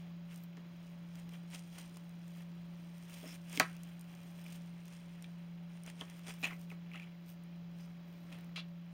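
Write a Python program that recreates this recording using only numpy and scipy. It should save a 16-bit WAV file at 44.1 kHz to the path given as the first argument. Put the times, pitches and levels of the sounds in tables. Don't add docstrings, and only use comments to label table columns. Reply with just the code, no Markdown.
import sys
import numpy as np
from scipy import signal
from scipy.fft import rfft, irfft, next_fast_len
from scipy.io import wavfile
from scipy.ndimage import map_coordinates

SR = 44100
rng = np.random.default_rng(int(sys.argv[2]) if len(sys.argv) > 2 else 0)


def wrap_up_sound(samples):
    columns = np.atleast_2d(samples).T
    tamed = np.clip(columns, -1, 1)
    steps = np.round(tamed * 32767).astype(np.int16)
    wavfile.write(sys.argv[1], SR, steps)


N = 393797

# peak t/s, rise/s, fall/s (each per 20 dB), fibre level/dB, cardboard level/dB,
# top band re fibre/dB
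STROKES = [(0.0, .1, 0.15, -72.5, -65.5, -5.5), (0.32, 0.074, 0.12, -66, -60.5, -13),
           (0.37, .1, 0.082, -65, -72, 2), (0.44, .03, 0.022, -70, -71, 8), (0.58, .02, 0.17, -88, -69, -6),
           (0.87, 0.022, 0.057, -66.5, -66, -8.5), (0.85, .5, 0.39, -75.5, -73, -3),
           (1.2, 0.16, 0.074, -63.5, -66, -6), (1.34, 0.085, 0.1, -63.5, -60, -5),
           (1.539, 0.053, 0.11, -53.5, -55.5, -12.5), (1.75, 0.29, 0.69, -66.5, -69.5, -6),
           (1.79, 0.079, 0.13, -57, -56.5, -9), (1.97, .05, 0.0073, -70, -66.5, -7),
           (2.42, 0.47, 0.05, -67.5, -65, -3), (3.06, 1.6, .1, -73, -72.5, -8),
           (3.13, 0.079, 0.22, -59.5, -62.5, -6), (3.185, 0.26, 0.042, -61.5, -62.5, -3.5),
           (3.29, 0.12, 0.1, -56.5, -57.5, -4.5), (3.358, 0.47, 0.018, -58, -58.5, -3),
           (3.561, 0.1, 0.05, -49.5, -49, -6), (3.63, .1, 0.084, -54, -51, -8),
           (3.69, 0.11, 0.64, -69, -64, -4.5), (3.89, .08, 0.12, -68, -62.5, -1.5),
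           (4.11, 0.18, 1, -73.5, -67.5, -1), (4.56, 0.57, 0.049, -60, -63, -4.5),
           (4.62, 0.067, 0.19, -69.5, -71, -9), (4.93, 0.25, 0.24, -64, -66.5, -11),
           (5.12, 0.27, 1, -73.5, -67.5, -8), (5.761, 0.13, 0.23, -71, -67, -12),
           (5.879, 0.045, 0.063, -56.5, -54, -13), (6.01, 0.061, 0.074, -57.5, -56.5, -13),
           (6.1, 0.12, 0.58, -67, -63.5, -6), (6.289, 0.051, 0.092, -49.5, -50.5, -12),
           (6.42, 0.058, 0.12, -64, -78, 4.5), (6.474, 0.057, 0.062, -56, -46, -3),
           (6.54, .06, 0.04, -65.5, -70, 0), (6.61, .2, 0.12, -68.5, -77.5, -0.5),
           (6.7, 0.011, 0.067, -65.5, -70, -0.5), (6.96, 0.13, 0.26, -74, -58.5, -13),
           (7.3, 0.067, 0.057, -62.5, -71, 1.5), (7.81, 0.12, 0.18, -70, -68.5, -3),
           (8.09, 0.14, 1, -78.5, -77, 1), (8.3, 0.056, .03, -72, -62, -9),
           (8.321, 0.0079, 0.14, -65.5, -57.5, -11.5), (8.92, 0.047, .05, -79, -71, -10)]
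REST_FIBRE_DB, REST_CARD_DB, REST_TOP_DB = -89, -71, -90.5
ROUNDNESS = 0.88
TOP_BAND_HZ = 11700
# f/Hz, density/dB per Hz
FIBRE_COLOUR = [(1500, -44), (2500, -5), (3200, -2), (4400, -6), (5500, -5), (7400, -8), (8800, -2.5),
                (10200, -13.5), (11500, -13.5), (13500, -13.5), (16000, -14.5)]
# f/Hz, density/dB per Hz
CARD_COLOUR = [(300, -4), (700, -2.5), (1400, -4.5), (2400, 1), (3300, -3), (5000, -25)]
# f/Hz, width/Hz
POP_BANDS = [(5000, 2200), (9500, 2300), (14000, 5100)]
POPS_PER_S = 41
POP_DB, POP_REF_DB = -10.5, -69.5
POPS_DROWN = 0.35

# t/s, level/dB, cardboard share/dB
SNAPS = [(0.3431, -50, -10), (0.359, -42.5, -21), (1.155, -48, -2), (1.292, -51.5, 3), (1.503, -53, -6),
         (1.524, -54, -11), (1.5384, -48, -7), (1.548, -41, -4), (1.551, -43, -2), (1.558, -51, 0),
         (1.581, -59, -12), (1.593, -45, -7), (1.783, -43.5, 1), (1.786, -39, -7), (1.796, -57, -6),
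         (1.811, -67, -5), (1.827, -55, -12), (1.9704, -43, -4), (2.0936, -54, -13), (2.28, -50, -16),
         (2.372, -54, -5), (2.9811, -52, -10), (3.0979, -49, -10), (3.142, -43, -24), (3.2261, -59, -10),
         (3.497, -43, -15), (3.5284, -34, -25), (3.7664, -48.5, -2), (3.834, -36.5, -35), (3.994, -49, -13),
         (4.011, -37, -42), (4.151, -51, -13), (4.526, -47, -10), (4.856, -52, -13), (4.881, -49, -7),
         (5.224, -43.5, -9), (5.8354, -42, -25), (5.8629, -44, -8), (5.9, -42.5, 1), (6.0993, -46, -3),
         (6.1934, -50, 4.5), (6.2725, -46, 2), (6.282, -40, -10), (6.299, -51, -5), (6.312, -46, -5),
         (6.34, -47, -9), (6.6141, -49.5, -14), (7.437, -57, -16), (8.387, -56, 8), (8.4085, -55, 0),
         (8.4446, -54, -16)]
SNAP_TOP_DB, SNAP_DULLING = 5, 0.593
THIN_HZ, THIN_HZ_PER_DB = 2500, 112.5

# t/s, level/dB, f/Hz
TICKS = [(3.24, -48.5, 630), (3.5752, -36, 2200), (3.6004, -19.5, 1784), (6.4297, -33.5, 2600),
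         (4.464, -44, 2450), (5.2427, -42.5, 3430), (5.244, -46, 2500), (6.0106, -31, 3270),
         (6.443, -24, 2620), (6.5077, -41.5, 2090), (6.5314, -41, 2100), (6.703, -41.5, 2620),
         (6.7148, -45, 2310), (6.916, -46, 2420), (6.9354, -43, 2720), (6.943, -45.5, 2700),
         (6.947, -50, 1350), (6.9568, -38.5, 2800), (6.958, -44, 2050), (6.976, -44, 2780),
         (6.998, -39, 2500), (7.0204, -44, 2550), (7.026, -46, 2500), (7.0308, -45.5, 2600),
         (7.041, -51.5, 2500), (7.0718, -53.5, 2270), (8.326, -45, 2640), (8.562, -38, 3330)]
TICK_CYCLES, TICK_SAG = 28, .006
SCRAPE_START_S, SCRAPE_END_S, SCRAPE_DB, SCRAPE_HZ = 6.93, 7.05, -55, 2500

# (f/Hz, width/Hz, level/dB)
RIPS = [(6.4335, -36, .021, -15.5, 0, [(930, 700, -9), (1890, 110, -8.5), (2540, 210, 2), (2780, 230, -16),
        (3980, 160, -10), (6770, 280, -12)]), (7.797, -70, .058, -14, -3, [(5080, 300, 0),
        (5800, 700, -3)]), (8.5595, -40, 0.043, -37, -6, [(656, 250, -12), (1100, 210, -7), (2420, 170, -4),
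        (2800, 390, 7), (3330, 300, 6.5), (3850, 350, 1)]), (3.262, -63.5, 0.066, -30, 2, [(5300, 350, 0)]),
        (6.934, -60, .05, -30, -1, [(2780, 300, 0)]), (6.508, -51.5, 0.012, -23.5, -2, [(1210, 350, -1),
        (2130, 240, 0)])]
RIP_CYCLES, RIP_FADE_MIN_HZ = 150, 2500

# t/s, crack/dB, body/dB, boom/dB
KNOCKS = [(0.57, -49, -59, -56), (1.539, -59.5, -64, -59), (3.229, -66, -67, -51), (3.255, -68, -61, -50.5),
          (3.5737, -22.5, -64, -42), (3.598, -7, -25, -33.5), (3.606, -23, -43, -54),
          (6.011, -47, -47.5, -48), (6.281, -62, -53, -56), (6.428, -37, -48, -48.5), (6.52, -61, -55, -56),
          (6.715, -68, -53.5, -55), (6.949, -62.5, -58, -59), (8.326, -39.5, -60, -65),
          (8.573, -58, -51, -76)]
# f/Hz, level/dB, t60/s
BOX_MODES = [(95, -19, 0.051), (135, -11, 0.18), (278.4, 5.5, 0.059), (356, -8, 0.18), (413, 2, 0.057),
             (494, -6, 0.055), (645, 3, 0.042), (763, 1.5, 0.043), (1000, -5.5, 0.08), (1124, -6.5, 0.073),
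             (1272, -5.5, 0.084), (1376, -7.5, 0.048), (1660, -5.5, 0.038), (1776, -2.5, 0.032)]
BODY_LAG_S = .002
# f/Hz, t60/s
ROOM_DECAY = [(200, 0.087), (1500, 0.23), (3500, 0.15), (8000, 0.12)]

# start t/s, end t/s, f/Hz, level/dB
THIN_TONES = [(0.0, 2.3, 6680, -90), (8.19, 8.33, 12850, -82), (8.21, 8.32, 8520, -86)]
BEAT_LOWS_S = [-0.35, 0.72, 1.85, 3.15, 4.19, 4.97, 6.05, 7.22, 8.17, 9.05]
HUM_HZ, HUM_DB, NEIGHBOUR_DB = 171.18, -49.5, -15
FLUTTER_HZ, FLUTTER_DB = 8.9, 0.36
# f/Hz, level/dB, wander/Hz
TONES = [(340, -75.5, 0.58), (573.7, -71.5, 2.29)]
# f/Hz, density/dB per Hz
AIR_COLOUR = [(20, -21.5), (55, -1.5), (140, 1), (300, -2), (480, -11), (590, -6.5), (900, -10.5),
              (2600, -19.5), (4000, -16), (7000, -30.5), (10400, -58.5), (13000, -32), (15500, -26)]
AIR_DB = -63.5

# f/Hz, width/Hz, depth (0-1)
MIC_DIPS = [(3682, 150, .93), (4371, 220, .93), (8025, 600, .97), (11725, 700, .97), (16190, 500, .9)]
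MIC_TOP_HZ = 15830


def rubbing():
    fibre_gain, card_gain, top_gain = strokes()
    rustle = unit(crackle(grain_db=3.0, rate=420, spikes=1.2) * amp(0.82 * wobble(36)))
    all_pops = unit(sum(pops(hz, width_hz) for hz, width_hz in POP_BANDS))
    pop_gain = amp(POP_DB) * (amp(POP_REF_DB) / fibre_gain) ** POPS_DROWN
    fibres = coloured(rustle + pop_gain * all_pops, FIBRE_COLOUR)
    top = filtered(fibres, lambda hz: hz > TOP_BAND_HZ)
    drag = unit(coloured(crackle(grain_db=1.5, rate=130, spikes=0.62), CARD_COLOUR))
    return fibre_gain * unit(fibres - top) + top_gain * unit(top) + card_gain * drag


def strokes():
    t = np.arange(0, N + 64, 64) / SR
    power = amp([[REST_FIBRE_DB], [REST_CARD_DB], [REST_TOP_DB]]) ** 2
    for peak_s, rise_s, fall_s, fibre_db, card_db, top_db in STROKES:
        distance = np.maximum((peak_s - t) / rise_s, (t - peak_s) / fall_s)
        shape_db = -20 * distance ** ROUNDNESS
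        power = power + amp(shape_db + np.c_[[fibre_db, card_db, fibre_db + top_db]]) ** 2
    return [np.interp(np.arange(N) / SR, t, np.sqrt(p)) for p in power]


def crackle(grain_db, rate, spikes):
    clicks = (rng.random(N) < 250 / SR) * rng.exponential(spikes, N)
    grains = amp(grain_db * wobble(rate)) + signal.lfilter([1], [1, -.96], clicks)
    return grains * rng.standard_normal(N)


def pops(hz, width_hz):
    clicks = (rng.random(N) < POPS_PER_S / SR) * amp(16 * rng.random(N))
    bursts = signal.lfilter([1], [1, -.95], clicks) * rng.standard_normal(N)
    return band(bursts, hz, width_hz)


def snaps():
    out = np.zeros(N)
    lead = 100
    for s, db, card_db in SNAPS:
        click, tap = np.pad([puff(0.012), puff(0.0098)], [(0, 0), (lead, 0)])
        top_db = SNAP_TOP_DB - SNAP_DULLING * (db + 49.5)
        edge_hz = THIN_HZ - THIN_HZ_PER_DB * card_db
        click = filtered(click, lambda hz: 1 / (1 + (edge_hz / (hz + 1)) ** 4))
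        sound = brighter(click, top_db) + amp(card_db) * coloured(tap, CARD_COLOUR)
        add(out, s - lead / SR, amp(db + 6.0) * sound)
    return out


def brighter(x, top_db):
    x = coloured(x, FIBRE_COLOUR)
    top = filtered(x, lambda hz: 1 / (1 + (TOP_BAND_HZ / (hz + 1)) ** 12))
    return x + (amp(top_db) - 1) * top


def ticks():
    out, t = np.zeros(N), np.arange(SR // 10) / SR
    chatter = [(np.interp(a, [0, 1], [SCRAPE_START_S, SCRAPE_END_S]),
                SCRAPE_DB + 6 * (b - .5), SCRAPE_HZ + 1100 * (c - .5))
               for a, b, c in rng.random((22, 3))]
    for s, db, hz in TICKS + chatter:
        phase = 2 * np.pi * (1 - np.exp(-TICK_SAG * hz * t)) / TICK_SAG
        envelope = amp(-60 * t * hz / TICK_CYCLES) * (1 - np.exp(-t / 0.000663))
        ring = np.sin(phase) * envelope + 0.74 * band(puff(0.01), hz, width_hz=0.36 * hz)
        add(out, s, amp(db + 4.5) * (ring + 0.03 * puff(0.0062)))
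    return out


def rips():
    out, t = np.zeros(N), np.arange(SR // 4) / SR
    for s, db, length_s, treble_db, change_db, peaks in RIPS:
        grain = np.repeat(rng.standard_normal(len(t) // 49 + 1), 49)[:len(t)]
        rasp = rng.standard_normal((2, len(t))) * amp(1.5 * grain)
        after_s = np.maximum(t - length_s, 0)
        tone = np.zeros(len(t))
        for hz, width_hz, level_db in peaks:
            fade_db = -60 * after_s * max(hz, RIP_FADE_MIN_HZ) / RIP_CYCLES
            resonance = band(band(rasp[0], hz, width_hz), hz, 4.1 * width_hz)
            tone += amp(level_db + fade_db) * unit(resonance)
        tone /= np.linalg.norm(amp([p[2] for p in peaks]))
        hiss = amp(treble_db - 60 * after_s / 0.012) * unit(coloured(rasp[1], FIBRE_COLOUR))
        add(out, s, amp(db + change_db * np.minimum(t / length_s, 1)) * (tone + hiss))
    return out


def knocks():
    cracks, panels, t = np.zeros(N), np.zeros(N), np.arange(SR // 3) / SR
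    for s, crack_db, body_db, boom_db in KNOCKS:
        blow = puff(0.00434) + 5 * (np.arange(SR // 10) == 0)
        crack = band(band(blow, 1900, width_hz=1900), 3600, width_hz=3800)
        for db, hz, width_hz in [(-9.5, 4700, 1600), (-16, 6600, 2350), (-20.5, 13700, 4700)]:
            crack = crack + amp(db) * band(blow, hz, width_hz)
        add(cracks, s, amp(crack_db + 3.5) * crack)
        thud = band(band(puff(0.0664), 1700, width_hz=2160), 1500, width_hz=2100)
        add(panels, s + BODY_LAG_S, amp(body_db + 9.5) * thud)
        for hz, db, t60 in BOX_MODES:
            mode_db = (boom_db if hz < 450 else body_db) + db + rng.normal(0, 1.5)
            ring = np.sin(2 * np.pi * hz * rng.normal(1, 0.009) * t)
            add(panels, s + BODY_LAG_S, amp(mode_db - 60 * t / t60) * ring * (1 - np.exp(-t / 0.0014)))
    return panels + np.roll(bent(cracks, lag_s=0.0041), -45)


def bent(x, lag_s):
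    return filtered(x, lambda hz: np.exp(-4j * np.pi * lag_s * np.sqrt(1000 * hz)))


def room(x):
    hz, t, z = signal.stft(rng.standard_normal(SR // 2), SR, nperseg=256)
    decay = amp(-60 * t / along(ROOM_DECAY, hz)[:, None])
    tail = signal.istft(z * decay, SR, nperseg=256)[1]
    return signal.fftconvolve(np.pad(x, (200, 0)), tail / np.linalg.norm(tail))[:N]


def thin_tones():
    t, out = np.arange(N) / SR, np.zeros(N)
    for start_s, end_s, hz, db in THIN_TONES:
        gate = np.clip(np.minimum(t - start_s, end_s - t) / .015, 0, 1)
        phase = 2 * np.pi * np.cumsum(hz + 25 * wobble(40)) / SR
        out += amp(db + 3.4 * wobble(30)) * gate * np.sin(phase)
    return out


def appliance():
    t = np.arange(N) / SR
    phase = 2 * np.pi * HUM_HZ * t + .12 * wobble(0.88)
    beat = 2 * np.pi * np.interp(t, BEAT_LOWS_S, np.arange(len(BEAT_LOWS_S)))
    flutter_db = FLUTTER_DB * np.sin(2 * np.pi * FLUTTER_HZ * t)
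    level = np.sqrt(2) * amp(HUM_DB + 0.18 * wobble(8.8) + flutter_db)
    out = level * (np.sin(phase) - amp(NEIGHBOUR_DB) * np.sin(phase - beat))
    for hz, db, wander_hz in TONES:
        tone_phase = 2 * np.pi * np.cumsum(hz + wander_hz * wobble(12)) / SR
        out = out + amp(db + 1.5 * wobble(12)) * np.sin(tone_phase)
    return out


def air():
    return amp(AIR_DB + 0.75 * wobble(3.9)) * unit(coloured(rng.standard_normal(N), AIR_COLOUR))


def amp(db):
    return 10 ** (np.asarray(db) / 20)


def unit(x):
    return x / np.sqrt(np.mean(x ** 2) + 1e-20)


def along(points, hz):
    f, v = np.transpose(points)
    return np.interp(np.log(hz + 1), np.log(f + 1), v)


def wobble(rate):
    knots = rng.standard_normal(int(N * rate / SR) + 4)
    return map_coordinates(knots, [np.arange(N) * rate / SR])


def filtered(x, response):
    m = next_fast_len(len(x) + 4096)
    return irfft(rfft(x, m) * response(np.fft.rfftfreq(m, 1 / SR)), m)[:len(x)]


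def coloured(x, spectrum):
    return filtered(x, lambda hz: amp(along(spectrum, hz)))


def band(x, hz, width_hz):
    return filtered(x, lambda f: 1j * f * width_hz / (hz * hz - f * f + 1j * f * width_hz))


def add(track, s, sound):
    part = track[round(s * SR):][:len(sound)]
    part += sound[:len(part)]


def puff(t60):
    fall = amp(-60 * np.arange(SR // 10) / SR / t60)
    burst = rng.standard_normal(len(fall)) * fall
    return burst * np.linalg.norm(fall) / np.linalg.norm(burst)


def scene():
    hits = snaps() + ticks() + rips() + knocks()
    hits = hits + amp(-10.5) * room(band(hits, 1500, width_hz=5500))
    hits = filtered(hits, lambda hz: 1 / (1 + (75 / (hz + 1)) ** 6))
    return (hits + rubbing() + thin_tones() + appliance() + air())[None]


def record(dry):
    def dips(f):
        notches = [1 - np.clip(d, 0, 1) / (1 + 2j * (f - hz) / w) for hz, w, d in MIC_DIPS]
        return np.prod(notches, axis=0)
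    return filtered(dry[0], lambda hz: dips(hz) * (hz < MIC_TOP_HZ))[None]


dry = scene()
out = record(dry)
wrap_up_sound(out)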